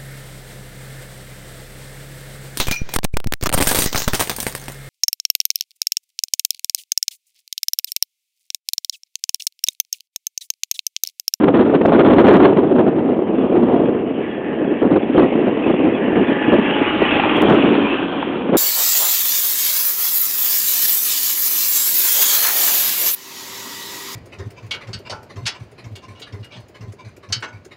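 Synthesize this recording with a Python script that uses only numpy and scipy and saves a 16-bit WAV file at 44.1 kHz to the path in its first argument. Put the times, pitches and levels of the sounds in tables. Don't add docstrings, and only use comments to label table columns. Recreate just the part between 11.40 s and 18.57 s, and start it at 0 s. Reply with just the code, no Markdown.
import sys
import numpy as np
from scipy import signal
from scipy.fft import rfft, irfft, next_fast_len
from scipy.io import wavfile
from scipy.ndimage import uniform_filter1d, map_coordinates

SR = 44100
rng = np.random.default_rng(int(sys.argv[2]) if len(sys.argv) > 2 else 0)


def transcribe(u):
    v = np.clip(np.atleast_2d(u).T, -1, 1)
    q = np.round(v * 32767).astype(np.int16)
    wavfile.write(sys.argv[1], SR, q)


N = 316197
TIME = np.arange(N) / SR


def undb(db):
    return 10 ** (np.asarray(db) / 20)


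def unit(x):
    return x / np.sqrt(np.mean(x ** 2))


def noise():
    return rng.standard_normal(N)


def walk(rate):
    steps = rng.standard_normal(4096)
    return unit(map_coordinates(steps, [TIME * rate], order=3, mode="wrap"))


def curves(table):
    times, *columns = np.transpose(table)
    return [np.interp(TIME, times, column) for column in columns]


def step(middle_s, takes_s):
    return (1 + np.tanh((TIME - middle_s) / takes_s)) / 2


def swells(rows):
    return sum(undb(db) * np.exp(-((TIME - s) / half_s) ** 2) for s, db, half_s in rows)


def colour(x, points):
    size = next_fast_len(N)
    hz, db = np.transpose(points)
    bins = np.maximum(np.arange(size // 2 + 1) * SR / size, 1)
    gain = undb(np.interp(np.log(bins), np.log(hz), db))
    return unit(irfft(rfft(x, size) * gain, size)[:N])


def partials(cycles, table, waver_db, blur_rad, rate=9):
    return unit(sum(undb(db + waver_db * walk(rate))
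                    * np.sin(2 * np.pi * multiple * cycles + blur_rad * walk(rate))
                    for multiple, db in table))


def steep_lowpass(x, hz):
    return signal.sosfilt(signal.ellip(8, .1, 70, hz, fs=SR, output="sos"), x)


def saturate(x, ceiling, order):
    return x / (1 + abs(x / ceiling) ** order) ** (1 / order)


def buffets(rows, rise_s=0.003):
    out = np.zeros(N + SR)
    age = np.arange(SR // 5) / SR
    for start_s, db, length_s in rows:
        start = int(start_s * SR)
        shape = (1 - np.exp(-age / rise_s)) * np.exp(-(age / max(length_s, rise_s)) ** 4)
        out[start:start + len(age)] += undb(db) * shape
    return out[:N]


def small_eddies(per_s=12, mean_s=0.026, scatter_db=3):
    chance = rng.random((int(per_s * N / SR), 3))
    return buffets([(when * N / SR, scatter_db * (2 * size - 1), mean_s * (.5 + length))
                    for when, size, length in chance])


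def wind(flutter_db=1.43, eddy_db=-3, gust_boost=0.033, evenness=0.12, tear_db=-6, tear_growth=0.87):
    # time_s, level_db
    breeze = [(0.0, -13), (0.25, -12.5), (0.42, -14), (0.55, -10.5), (0.7, -11.5), (0.92, -6.5), (1.08, -7),
              (1.14, -14.5), (1.24, -14), (1.44, -14), (1.72, -16), (1.86, -18), (2.0, -14.5), (2.33, -10),
              (2.56, -18), (2.83, -22.5), (3.03, -22), (3.3, -16), (3.6, -21.5), (3.75, -15.5), (3.91, -18),
              (4.21, -17), (4.69, -16), (4.98, -21), (5.33, -16.5), (5.55, -21), (5.97, -18.5), (6.13, -16),
              (6.25, -12), (6.59, -23.5), (6.83, -24), (7.17, -18)]
    # start_s, level_db, length_s
    hard_eddies = [(.035, -2, 0.011), (0.078, -2.5, 0.014), (0.136, -8.5, 0.054), (0.189, -8.5, 0.044),
                   (0.338, -7, 0.029), (0.41, -1.5, 0.0091), (.451, -1, 0.011), (0.475, -8, 0.03),
                   (0.519, -6.5, 0.054), (0.589, -2, 0.028), (0.643, -8.5, 0.052), (0.697, -5.5, 0.037),
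                   (0.728, -5, 0.017), (0.76, -7.5, 0.024), (0.781, -3.5, 0.036), (0.839, -3.5, .025),
                   (0.864, -5.5, 0.094), (0.956, -5.5, 0.015), (0.997, -7, 0.031), (1.025, -9, 0.076),
                   (1.161, -7.5, 0.046), (1.227, -13, 0.033), (1.309, -10, 0.024), (1.353, -12.5, 0.031),
                   (1.381, -7, 0.036), (1.463, -9.5, 0.034), (1.585, -12.5, 0.024), (1.639, -20, 0.0082),
                   (1.688, -9.5, 0.012), (1.788, -13, 0.013), (1.819, -7, 0.0054), (2.037, -18.5, 0.04),
                   (2.15, -10.5, 0.041), (2.354, -15, 0.011), (2.371, -20, 0.016), (2.481, -12, 0.021),
                   (2.545, -14, 0.012), (2.7, -16, 0.022), (2.776, -18.5, 0.061), (3.275, -14, 0.009),
                   (3.325, -24, 0.0081), (3.415, -9.5, 0.025), (3.44, -10, 0.039), (3.503, -8, 0.046),
                   (3.554, -6.5, 0.028), (3.743, -11.5, 0.035), (3.774, -4, 0.037), (3.817, -7.5, 0.043),
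                   (3.875, -20, 0.017), (3.923, -10, 0.011), (3.952, -9, 0.0092), (3.991, -16.5, 0.067),
                   (4.067, -9, 0.032), (4.258, -13.5, 0.035), (4.295, -9, 0.023), (4.335, -5.5, 0.0096),
                   (4.39, -15, 0.044), (4.437, -10.5, 0.034), (4.468, -12, 0.027), (4.644, -16, 0.0074),
                   (4.678, -10.5, 0.0097), (4.725, -12, 0.011), (4.752, -11, 0.096), (4.885, -13, 0.027),
                   (4.914, -10.5, 0.015), (5.075, -9, 0.025), (5.116, -5.5, 0.047), (5.181, -6.5, 0.02),
                   (5.41, -11, 0.024), (5.619, -6.5, 0.013), (5.974, -8, 0.013), (6.022, -11.5, 0.076),
                   (6.087, -6.5, 0.069), (6.168, -12.5, 0.053), (6.272, -20.5, 0.042), (6.34, -17, 0.007),
                   (6.377, -9, 0.014), (7.087, -11.5, 0.016), (7.124, -9.5, 0.052)]
    # frequency_hz, gain_db
    rumble_colour = [(15, -62.5), (25, -42.5), (53, -27), (102, -19), (173, -10.5), (211, -4.5),
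                     (303, -0.5), (370, -3), (402, -4.5), (598, -13), (682, -15), (1300, -32),
                     (1690, -50.5), (2600, -58)]
    # time_s, gain_db
    rasp_trend = [(0, 6), (.12, 1.5), (.22, 4), (.5, 2), (.9, 2), (1.1, -1.5), (2.4, -3), (3.5, -4),
                  (5.1, -2.5), (5.62, 1.5), (6.1, 3), (6.4, -2), (7.17, 4.5)]
    # frequency_hz, gain_db
    rasp_colour = [(250, -14), (550, 9), (850, 3), (1400, -0.5), (2000, -9.5), (2800, -13.5),
                   (4000, -13.5)]
    level_db, = curves(breeze)
    rasp_db, = curves(rasp_trend)
    running = undb(level_db - 0.5) * unit(undb(flutter_db * walk(70)))
    running *= np.hypot(1, undb(eddy_db) * small_eddies())
    blow = np.hypot(running, buffets(hard_eddies))
    force = blow * (1 + gust_boost * np.minimum(blow, 1) ** 2)
    rumble = colour(noise(), rumble_colour)
    rumble = unit(rumble / uniform_filter1d(rumble ** 2, size=900) ** (evenness / 2))
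    spurts = unit(np.hypot(.7, np.maximum(rumble, 0)))
    tearing = undb(tear_db + rasp_db) * blow ** (1 + tear_growth) * spurts
    rasp = colour(noise(), rasp_colour) * unit(undb(1.6 * walk(220)))
    return force * rumble + tearing * rasp


def slaps(decay_s=0.0012, gain_db=-2):
    # start_s, level_db, pitch_hz
    kicks = [(0.337, 1, 530), (0.45, -4, 735), (0.52, 1, 670), (0.64, -2, 510), (0.696, -3, 468),
             (0.726, 0, 508), (0.783, -6, 630), (1.23, -5, 460), (1.303, -8, 563), (1.355, -13.5, 614),
             (1.466, 2.5, 460), (1.79, -8, 490), (2.04, -4, 466), (2.349, -11, 677), (2.37, -5, 452),
             (2.485, -10, 440), (3.778, -1, 624), (3.805, 1.5, 487), (3.922, -5, 495), (3.988, -9, 455),
             (4.069, -7.5, 514), (4.262, -7.5, 533), (5.618, -0.5, 583), (7.123, -5, 470)]
    out = np.zeros(N + SR)
    age = np.arange(SR // 30) / SR
    envelope = age / decay_s * np.exp(1 - age / decay_s)
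    for start_s, db, hz in kicks:
        start = int(start_s * SR)
        out[start:start + len(age)] += undb(db + gain_db) * envelope * np.sin(2 * np.pi * hz * age)
    return out[:N]


def crunches(grit_db=5):
    # middle_s, level_db, half_length_s
    bursts = [(0.043, -61, 0.0059), (0.087, -67, .007), (0.355, -71, 0.0072), (0.416, -67, 0.0057),
              (0.464, -51, 0.0064), (0.6, -56, .003), (0.742, -58, .006), (0.8, -54, 0.013),
              (0.882, -45.5, 0.012), (0.937, -51, .006), (0.968, -51, 0.0027), (1.395, -63, .004),
              (5.14, -61, .005), (6.102, -49.5, 0.012), (6.145, -56, 0.017)]
    # frequency_hz, gain_db
    crunch_colour = [(2000, -8), (4000, 2.5), (5000, 3), (7500, -2.5), (9000, -19), (15000, -30)]
    grit = noise() * undb(grit_db * np.minimum(walk(500), 1.5))
    return swells(bursts) * colour(grit, crunch_colour)


def ticks():
    # time_s, peak_db
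    impulses = [(0.152, -42), (0.464, -38), (0.6, -40), (0.877, -35), (0.888, -34), (0.937, -36),
                (5.972, -26), (6.021, -13), (6.098, -36)]
    out = np.zeros(N)
    for time_s, db in impulses:
        out[int(time_s * SR)] = undb(db)
    return out


def drive_past(speed_m_s=8, pass_s=5.76, closest_m=2.6, truck_m=2.58, plume_s=6.73, plume_db_per_s=13.5):
    along = speed_m_s * (TIME - pass_s)
    distance = np.hypot(along, closest_m)
    spreading = np.hypot(closest_m, truck_m) / np.hypot(distance, truck_m)
    plume = undb(-plume_db_per_s * np.maximum(TIME - plume_s, 0))
    doppler = 1 / (1 + speed_m_s * along / distance / 343)
    return spreading * plume, doppler


def clod():
    # start_s, level_db, pitch_hz, decay_s
    impacts = [(6.827, -10, 910, 0.003)]
    out = np.zeros(N)
    for start_s, db, hz, decay_s in impacts:
        resonance = [(hz / 2, -40), (hz * 0.56, -5), (hz, 0), (hz * 1.5, -6), (hz * 2, -35)]
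        envelope = (TIME > start_s) * np.exp(-abs(TIME - start_s) / decay_s)
        out += undb(db) * envelope * colour(noise(), resonance)
    return out


def squeaks(half_s=.03, slide_hz_per_s=-900, per_s=24, faint_db=-33, low_hz=2350, high_hz=3450):
    # middle_s, level_db, pitch_hz
    loudest = [(3.761, -42.5, 3120), (3.812, -37, 2570), (3.84, -36, 1920), (4.24, -38.5, 2690),
               (4.25, -35, 2550), (4.63, -33.5, 1830), (4.889, -34, 2470), (5.099, -32, 2880),
               (5.29, -29.5, 2700), (5.451, -28.5, 2490), (5.489, -26, 2920), (5.63, -27.5, 1920),
               (5.649, -28, 2480), (5.7, -31, 1180), (5.708, -26, 2640), (5.738, -26, 2566),
               (5.93, -27, 2750), (5.969, -24.5, 3270), (6.449, -32, 1050), (6.46, -28.5, 2444),
               (6.518, -25.5, 2630)]
    near, _ = drive_past()
    events = [(middle_s, undb(db), hz) for middle_s, db, hz in loudest]
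    for when, size, pitch in rng.random((int(per_s * N / SR), 3)):
        gain = near[int(when * N)] * undb(faint_db + 3 * (2 * size - 1))
        events.append((when * N / SR, gain, low_hz + pitch * (high_hz - low_hz)))
    slip_rad = 1.1 * walk(210)
    grip = unit(undb(3 * walk(200)))
    out = np.zeros(N)
    for middle_s, gain, hz in events:
        span = slice(max(int((middle_s - 3 * half_s) * SR), 0), int((middle_s + 3 * half_s) * SR))
        age = TIME[span] - middle_s
        phase = 2 * np.pi * (hz + slide_hz_per_s * age / 2) * age + slip_rad[span]
        out[span] += gain * np.sqrt(2) * np.exp(-(age / half_s) ** 2) * np.sin(phase)
    return out * grip


def thrown_snow(grit_db=3.5):
    # middle_s, level_db, half_length_s
    drifts = [(3.803, -24.5, 0.33), (4.254, -26.5, 0.07), (5.697, -25, 0.08), (5.968, -24, 0.056),
              (6.22, -25.5, 0.19), (6.543, -20.5, 0.088)]
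    # frequency_hz, gain_db
    snow_colour = [(800, -20), (1500, -9), (2100, -7), (2600, 3.5), (3100, -1.5), (4000, -14)]
    grit = noise() * undb(grit_db * np.minimum(walk(150), 1.8))
    return swells(drifts) * colour(grit, snow_colour)


def whistle():
    # time_s, pitch_hz, level_db
    glide = [(4.6, 1800, -59), (4.78, 1775, -32), (5.0, 1742, -28), (5.18, 1712, -32), (5.38, 1684, -33.5),
             (5.55, 1665, -52), (6.3, 1595, -54), (6.58, 1568, -35), (6.9, 1530, -36.5), (7.17, 1505, -44)]
    hz, db = curves(glide)
    return undb(db) * partials(np.cumsum(hz) / SR, [(1, 0)], waver_db=2, blur_rad=.35, rate=16)


def gears(firings, roar):
    # firing_multiple, relative_db
    gear_lines = [(8, 6.5), (10.67, -13), (11.7, -7.5)]
    # firing_multiple, relative_db
    high_lines = [(16.05, -1.5), (18.4, -3), (24, -8)]
    # frequency_hz, gain_db
    housing_colour = [(1300, -34), (1600, -11), (1690, -1.5), (1780, -1), (1950, -13), (2300, -35.5)]
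    # time_s, whine_db, high_whine_db, housing_db
    load = [(0, -37.5, -45.5, -33), (2.76, -40, -44, -39.5), (2.92, -25.5, -33.5, -22.5),
            (3.3, -31, -37, -30), (3.6, -34, -43.5, -38.5), (4.45, -39.5, -46, -44),
            (4.75, -30, -45.5, -34), (5.03, -27, -28, -27), (5.2, -37.5, -35, -34), (5.36, -25, -43, -44.5),
            (5.6, -29, -38, -43), (5.93, -29.5, -46, -45), (6.15, -48.5, -48, -48),
            (7.17, -53.5, -48.5, -46)]
    whine_db, high_whine_db, housing_db = curves(load)
    whine = undb(whine_db) * partials(firings, gear_lines, waver_db=2, blur_rad=.3, rate=14)
    high_whine = undb(high_whine_db) * partials(firings, high_lines, waver_db=3, blur_rad=.8, rate=18)
    return whine + high_whine + undb(housing_db) * colour(roar, housing_colour)


def exhaust(firings, level_db=-20, front_db=-10.5):
    # firing_multiple, relative_db
    lines = [(1, -30), (1.5, -18.5), (2, -10), (2.5, -16.5), (3, 3), (3.5, -12), (4, -5.5), (5, -14.5),
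             (5.5, -10.5), (6, -11.5)]
    behind = step(middle_s=6.0, takes_s=.12)
    drone = partials(firings, lines, waver_db=1.5, blur_rad=0.45)
    return undb(level_db + front_db * (1 - behind)) * drone


def clatter_and_tyres(firings, knock_cycles=.6, knock_db=2, rattle_db=3, spray_db=-6):
    strength = undb(4.5 * np.clip(rng.standard_normal(2048), -2, 2))[firings.astype(int)]
    knock = unit(noise() * strength * np.exp(-(firings % 1) / knock_cycles))
    pattern = rng.standard_normal(1700)
    place = (firings + .055 * walk(8)) / 4 % 1
    rattle = unit(map_coordinates(pattern, [place * len(pattern)], order=3, mode="wrap"))
    grains = unit(noise() * (rng.random(N) < 700 / SR))
    tyres = noise()
    mix = tyres + undb(knock_db) * knock + undb(rattle_db) * rattle + undb(spray_db) * grains
    return unit(mix) * undb(1.2 * walk(35))


def through_gusts(x, depth_db=2.0, rate=12):
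    size = next_fast_len(N)
    spectrum = rfft(x, size)
    hz = np.arange(len(spectrum)) * SR / size
    thirds = 3 * np.log2(np.clip(hz, 500, 4000) / 500)
    bands = (irfft(spectrum * np.maximum(1 - abs(thirds - k), 0), size)[:N] for k in range(10))
    return unit(sum(band * undb(depth_db * walk(rate)) for band in bands))


def nose_and_flank(roar, front_db=-22, side_db=-16.5):
    # frequency_hz, gain_db
    front_colour = [(100, -1), (250, -5), (500, -10.5), (900, 6), (1300, 0.5), (1600, 0.5), (1760, -1),
                    (2100, 1.5), (2600, 2.5), (3200, -3), (4000, -19.5)]
    # frequency_hz, gain_db
    side_colour = [(100, -2), (280, 12), (440, -0.5), (580, 5), (900, 6.5), (1300, 0.5), (1600, -1.5),
                   (2050, -3), (2600, -1.5), (3200, -0.5), (4000, -11.5)]
    alongside = step(middle_s=5.68, takes_s=0.39)
    front = undb(front_db) * (1 - alongside) * colour(roar, front_colour)
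    side = undb(side_db) * alongside * colour(roar, side_colour)
    return front + side


def truck(speed_jitter=0.001442):
    # time_s, firing_hz
    engine_speed = [(0, 101), (2.5, 103.4), (2.95, 102.6), (3.3, 101.8), (4.2, 100.8), (4.9, 102.7),
                    (5.35, 103.4), (5.95, 102.6), (6.3, 97.5), (6.55, 95.7), (6.9, 93), (7.17, 92)]
    near, doppler = drive_past()
    firing_hz, = curves(engine_speed)
    firings = np.cumsum(doppler * firing_hz * (1 + speed_jitter * walk(12))) / SR
    roar = through_gusts(clatter_and_tyres(firings))
    machinery = nose_and_flank(roar) + gears(firings, roar) + exhaust(firings) + whistle()
    return near * (machinery + thrown_snow())


def scene():
    return (wind() + slaps() + truck() + squeaks() + clod())[None]


def record(dry, low_hz=65, edge_hz=3450, band_hz=4250, top_hz=15800):
    microphone = saturate(dry, ceiling=.77, order=4)
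    narrow = signal.sosfilt(signal.butter(10, edge_hz, fs=SR, output="sos"), microphone)
    narrow = signal.sosfilt(signal.butter(1, low_hz, "high", fs=SR, output="sos"), narrow)
    amplifier = steep_lowpass(saturate(narrow, ceiling=.69, order=16), band_hz)
    return steep_lowpass(amplifier + crunches() + ticks(), top_hz)


dry = scene()
out = record(dry)
transcribe(out)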